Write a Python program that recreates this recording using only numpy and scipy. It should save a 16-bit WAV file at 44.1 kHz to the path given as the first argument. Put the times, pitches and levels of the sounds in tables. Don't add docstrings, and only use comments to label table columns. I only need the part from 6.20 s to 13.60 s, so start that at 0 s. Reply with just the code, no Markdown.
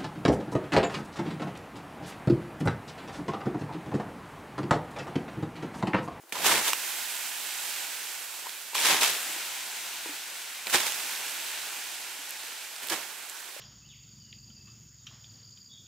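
import sys
import numpy as np
from scipy import signal
from scipy.fft import rfft, irfft, next_fast_len
from scipy.io import wavfile
from scipy.ndimage import uniform_filter1d

SR = 44100
rng = np.random.default_rng(int(sys.argv[2]) if len(sys.argv) > 2 else 0)


def inscribe(sig):
    pcm = np.round(np.clip(np.atleast_2d(sig).T, -1, 1) * 32767)
    wavfile.write(sys.argv[1], SR, pcm.astype(np.int16))


def amplitude_ratio(level_db):
    exponent = np.asarray(level_db, float) / 20
    return 10 ** exponent


N = 326340
TOP_CUT_HZ = 16080

# (pitch_hz, side_minus_mid_db [dB])
HISS_WIDTH = [(60, -34), (110, -31), (200, -24), (380, -13), (700, -11), (1290, -9.5), (2380, -10.5),
              (4400, -7.5), (8120, -3.5), (15000, -1)]


def splashes():
    # (pitch_hz, level_db [dB per Hz])
    splash_tone = [(29, -63), (50, -21.5), (342, -6), (502, -6), (894, -1.5), (1280, -5), (1670, -3),
                   (2170, -4), (3780, -5), (4160, -8.5), (7410, -11), (13200, -18), (15600, -22)]
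    # (pitch_hz, side_minus_mid_db [dB])
    splash_spread = [(60, -20), (110, -39), (200, -48), (380, -19), (700, -19), (1290, -9.5), (2380, -8),
                     (4400, -4), (8120, -1), (15000, 0)]
    level_db, low_db = sheets()
    over_db = np.clip(level_db + 36.5, -20, 8)
    _, aim_db, _, _, spray_db = latest_throw()
    top_db = spray_db + 0.27 * over_db - 0.3 * low_db
    pan_db = aim_db + 0.32 * over_db
    clumps = amplitude_ratio(1.2 * drift(60))
    drops = bursts(1600 * clumps, spread_db=2.0, hiss_db=-2, smear_s=.0005)
    water = coloured(drops, splash_tone, splash_spread, low_db, top_db, pan_db, patchy_db=0.48, shared_db=-0.2)
    return water * amplitude_ratio(level_db - 2.8)


def sheets():
    # (crest_s [s], crest_db [dB], rise_s [s], fall [dB per s], weight_db [dB in the lows])
    falling_sheets = [(.124, -32, 0.0012, 300, 1.5), (.157, -34.5, .012, 120, 6),
                      (.232, -32.5, 0.074, 60, 5), (.262, -19, 0.024, 54, -0.5), (.325, -29, 0.066, 105, 9),
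                      (.484, -22.5, 0.055, 321, -7), (2.55, -25.5, 0.0063, 0, -9.5),
                      (2.66, -19.5, 0.039, 56, -6), (2.71, -22.5, 0.045, 111, 0),
                      (2.818, -21, 0.015, 100, -2), (2.837, -19.5, 0.028, 183, -12),
                      (2.876, -29, 0.035, 300, -20), (4.47, -37, .008, 250, 4), (4.5, -31, .008, 400, -16),
                      (4.522, -31, .015, 300, -14), (4.548, -15.5, 0.022, 372, -2),
                      (4.6, -26, 0.066, 84, -6.5), (4.666, -29, .015, 200, -16), (4.7, -38.5, .03, 25, -19),
                      (6.636, -41.5, .008, 500, 3), (6.7, -31, .006, 400, -12),
                      (6.725, -26.5, 0.028, 203, 3), (6.79, -41, .03, 68, -5)]
    swell_db, lasts_s, spray_leads_db = 9.5, 0.12, 5
    crest_s, crest_db, rise_s, fall, weight_db = np.transpose(falling_sheets)[:, :, None]
    steps = np.arange(0, N, 16)
    late = steps / SR - crest_s
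    early = np.maximum(-late, 0) / np.maximum(rise_s, .0005)
    db = crest_db - swell_db * early - np.abs(fall) * np.maximum(late, 0)
    spent = np.clip(2 - late / lasts_s, 0, 1) ** 2
    power = amplitude_ratio(2 * db) * (early <= 1) * spent + 1e-12
    total = power.sum(axis=0)
    low_db = weight_db - spray_leads_db * np.minimum(early, 1)
    mean_low_db = (power * low_db).sum(axis=0) / total
    level_db = 10 * np.log10(total)
    return [np.interp(np.arange(N), steps, curve) for curve in (level_db, mean_low_db)]


def latest_throw():
    # (start_s [s], splash_pan_db [left-right dB], ember_pan_db [left-right dB],
    #          hiss_bright_db [dB], spray_bright_db [dB])
    throws = [
        (.123, -5.5, -4.5, 2, 1.5),
        (2.545, -3.5, -1.3, -.5, -3),
        (4.46, -6.5, -3, -1.5, -1),
        (6.62, -8, -6, -2, 1),
    ]
    start_s, *columns = np.transpose(throws)
    t = np.arange(N) / SR
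    latest = np.maximum(np.searchsorted(start_s, t) - 1, 0)
    since_s = np.maximum(t - start_s[latest], 0)
    return [since_s] + [uniform_filter1d(column[latest], size=2000) for column in columns]


def sizzle():
    # (time_s [s], level_db [dB])
    boiling = [(.123, -51), (.22, -37.5), (.7, -34.5), (.95, -35), (1.2, -36.5), (1.5, -34.5),
               (1.85, -37.5), (2.1, -39.5), (2.5, -41.5), (2.95, -33), (3.4, -36.5), (3.9, -37.5),
               (4.44, -40), (4.8, -34.5), (5.2, -35), (5.8, -38), (6.55, -41), (7.4, -43)]
    # (pitch_hz, level_db [dB per Hz])
    steam_tone = [(35, -67), (60, -31.5), (351, -11.5), (521, -10.5), (599, -8), (849, -1), (1230, -5),
                  (1450, 1.5), (2050, 0.5), (2470, 3), (5320, -2), (8300, -1.5), (9200, -5), (13200, -6),
                  (15500, -11)]
    t = np.arange(N) / SR
    time_s, curve_db = np.transpose(boiling)
    level_db = np.interp(t, time_s, curve_db)
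    since_s, _, pan_db, bright_db, _ = latest_throw()
    fresh = np.exp(-since_s / 0.54)
    low_db = 8 * fresh
    top_db = bright_db + 5 * fresh
    droplets = bursts(2500, spread_db=0.72, hiss_db=4.2, smear_s=.0001)
    steam = coloured(droplets, steam_tone, HISS_WIDTH, low_db, top_db, pan_db, patchy_db=.4, shared_db=.3)
    wet = np.arange(N) >= time_s[0] * SR
    return steam * amplitude_ratio(level_db - 1.0) * wet


def slapping_drops():
    # (start_s [s], peak_db [dB], pitch_hz [Hz], pan_db [left-right dB])
    slaps = [(0.124, -24.5, 2330, -6), (0.155, -28, 1000, -3), (0.168, -28, 1030, 2), (0.324, -18, 891, 0),
             (0.487, -28, 3100, -4), (0.533, -13, 2800, -2.5), (2.294, -28.5, 3440, -5),
             (2.533, -33, 945, 2), (2.553, -21, 2520, -4), (2.581, -19.5, 2470, -1),
             (2.651, -19.5, 1540, 0.0), (2.876, -24, 2600, 0), (4.470, -20, 2360, -3),
             (4.481, -32, 2410, -3.0), (4.498, -27, 1630, -3), (4.538, -20, 1900, -2), (4.547, -15, 844, 2),
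             (4.557, -16, 4750, 5), (4.603, -24, 2200, -5), (4.667, -18.5, 2380, 1),
             (4.722, -24, 2780, -2.0), (6.563, -31.5, 4860, -1), (6.633, -30, 4460, 0),
             (6.669, -37, 2480, -1), (6.686, -27, 3530, -8), (6.702, -23, 4500, -6)]
    # (start_s [s], peak_db [dB], pitch_hz [Hz], pan_db
    # [left-right dB])
    plops = [
        (0.532, -19, 1150, -2.5),
        (2.268, -29.5, 1000, 5),
        (2.553, -21.5, 1110, 1),
        (7.364, -38.5, 590, 8),
    ]
    crack = dict(crack_s=0.0033, crack_hz=(500, 11000), soft_s=.0001)
    return pops(slaps, cycles=13, crack_db=1.5, **crack) + pops(plops, cycles=16, crack_db=-20, **crack)


def ember_spits():
    # (start_s [s], peak_db [dB], pitch_hz [Hz], pan_db [left-right dB])
    spits = [(2.602, -24, 9500, -3.0), (2.9044, -24, 11900, -1.0), (6.0935, -28, 10700, -2.0),
             (6.107, -24, 12200, -3.5), (6.582, -33, 9000, -4), (6.643, -33, 10000, -6),
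             (6.672, -27, 13000, -6), (6.703, -28, 12500, -14), (7.0914, -35, 12800, -4.5),
             (7.0975, -25.5, 7960, -3.5), (7.1724, -37, 7400, -6.0), (7.2025, -34, 9190, -6.0),
             (7.2414, -34, 8010, -5.5)]
    return pops(spits, cycles=18, crack_db=-2, crack_s=0.0033, crack_hz=(2500, 15000), soft_s=.0001)


def tub_and_glugs():
    # (start_s [s], peak_db [dB], pitch_hz [Hz], pan_db [left-right dB])
    knocks = [
        (0.036, -53, 334, 3),
        (3.858, -38.5, 330, 2),
        (7.394, -51, 587, 1),
    ]
    # (start_s [s], peak_db [dB], pitch_hz [Hz], pan_db [left-right dB])
    glugs = [
        (2.258, -40, 945, 3.5),
        (3.059, -45, 275, 2),
        (3.093, -46, 330, 0.5),
        (3.161, -45, 331, 0.5),
        (3.892, -35.5, 293, -0.5),
        (4.549, -30, 356, 1),
        (5.989, -48, 288, 0.0),
        (6.712, -33, 333, 0),
    ]
    crack = dict(crack_s=0.064, crack_hz=(250, 1600), soft_s=0.00043)
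    return pops(knocks, cycles=30, crack_db=0, **crack) + pops(glugs, cycles=36, crack_db=-22, **crack)


def pops(events, cycles, crack_db, crack_s, crack_hz, soft_s):
    out = np.zeros((2, N))
    t = np.arange(int(.12 * SR)) / SR
    crack_band = signal.butter(2, crack_hz, "band", fs=SR, output="sos")
    noise = rng.standard_normal((len(events), len(t)))
    cracks = rms_one(signal.sosfilt(crack_band, noise))
    for (start_s, peak_db, pitch_hz, pan_db), crack in zip(events, cracks):
        ring_s = cycles / pitch_hz
        ring = np.sin(2 * np.pi * pitch_hz * t) * amplitude_ratio(-60 * t / ring_s)
        ring *= 1 - np.exp(-t / soft_s)
        wave = ring / np.abs(ring).max() + amplitude_ratio(crack_db - 60 * t / crack_s) * crack
        sides = amplitude_ratio(peak_db + np.array([[pan_db], [-pan_db]]) / 2)
        at = round(start_s * SR)
        out[:, at:at + len(t)] += sides * wave[:N - at]
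    return out


def ground_echo(x):
    lag = round(0.0021 * SR)
    echo = np.pad(x, ((0, 0), (lag, 0)))[:, :N]
    no_bass = signal.butter(2, 245, "high", fs=SR, output="sos")
    return signal.sosfilt(no_bass, x + amplitude_ratio(-8.5) * echo)


def night():
    # (pitch_hz, level_db [dB per Hz])
    night_tone = [(30, -40), (200, -21.5), (330, -10), (600, -7.5), (1000, -6), (1500, -7.5), (2200, -13),
                  (6000, -16), (15600, -16.5)]
    flutter = bursts(150, spread_db=5.3, hiss_db=0, smear_s=0.0083)
    air = coloured(flutter, night_tone, HISS_WIDTH, 0, 0, 0, patchy_db=1.4, shared_db=0.7)
    return air * amplitude_ratio(-54.5)


def bursts(per_s, spread_db, hiss_db, smear_s):
    born = rng.random(N) < per_s / SR
    powers = born * amplitude_ratio(2 * spread_db * np.minimum(rng.exponential(1, N), 4))
    puffs = signal.lfilter([1], [1, -np.exp(-1 / (smear_s * SR))], powers + 1e-18)
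    loudness = np.sqrt(puffs / puffs.mean() + amplitude_ratio(2 * hiss_db))
    return loudness * rng.standard_normal((2, N))


def coloured(mid_side, spectrum, width, low_db, top_db, pan_db, patchy_db, shared_db):
    size = next_fast_len(N)
    hz = np.arange(size // 2 + 1) * SR / size
    level_db = at_hz(spectrum, hz) + np.array([0 * hz, at_hz(width, hz)])
    cepstrum = irfft(level_db * np.log(10) / 20, size)
    cepstrum[:, 1:size // 2] *= 2
    cepstrum[:, size // 2 + 1:] = 0
    shaped = rfft(mid_side, size) * np.exp(rfft(cepstrum))
    mid_power = 2 * np.sum(np.abs(shaped[0][hz < TOP_CUT_HZ]) ** 2) / size / N
    shaped /= np.sqrt(mid_power)
    place = np.clip(2 * np.log2((hz + 1) / 90), 0, 15)
    together = shared_db * drift(9.4)
    out = 0
    for band in range(16):
        share = np.cos(np.pi / 2 * np.clip(place - band, -1, 1)) ** 2
        octaves = band / 2 - np.log2(3000 / 90)
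        lows = low_db * np.clip(-octaves / 3, 0, 1.3)
        highs = top_db * np.clip((octaves - .6) / 1.9, 0, 1.2)
        lean_db = pan_db / 2 * np.clip(0.67 + octaves / 5, 0, 1.5)
        swell = amplitude_ratio(lows + highs + together + patchy_db * drift(4.7))
        mid, side = swell * irfft(shaped * share, size)[:, :N]
        out = out + np.array([(mid + side) * amplitude_ratio(lean_db), (mid - side) * amplitude_ratio(-lean_db)])
    return out


def drift(rate):
    r = np.exp(-80 * np.pi * rate / SR)
    noise = rng.standard_normal(N // 40 + 2002)
    slow = signal.lfilter([1], [1, -2 * r, r * r], noise)[2000:]
    return np.interp(np.arange(N) / 40, np.arange(len(slow)), rms_one(slow))


def at_hz(points, hz):
    pitch_hz, level_db = np.transpose(points)
    return np.interp(np.log(hz + 1), np.log(pitch_hz), level_db)


def rms_one(x):
    return x / np.sqrt(np.mean(x ** 2) + 1e-20)


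def scene():
    sharp = slapping_drops() + ember_spits() + tub_and_glugs()
    return splashes() + sizzle() + ground_echo(sharp) + night()


def band_limit(x):
    return signal.sosfilt(signal.butter(12, 16520, fs=SR, output="sos"), x)


def record(dry):
    thin = signal.sosfilt(signal.butter(1, 100, "high", fs=SR, output="sos"), dry)
    cut = signal.sosfilt(signal.cheby2(20, 60, TOP_CUT_HZ, fs=SR, output="sos"), thin)
    return band_limit(cut)


dry = scene()
out = record(dry)
inscribe(out)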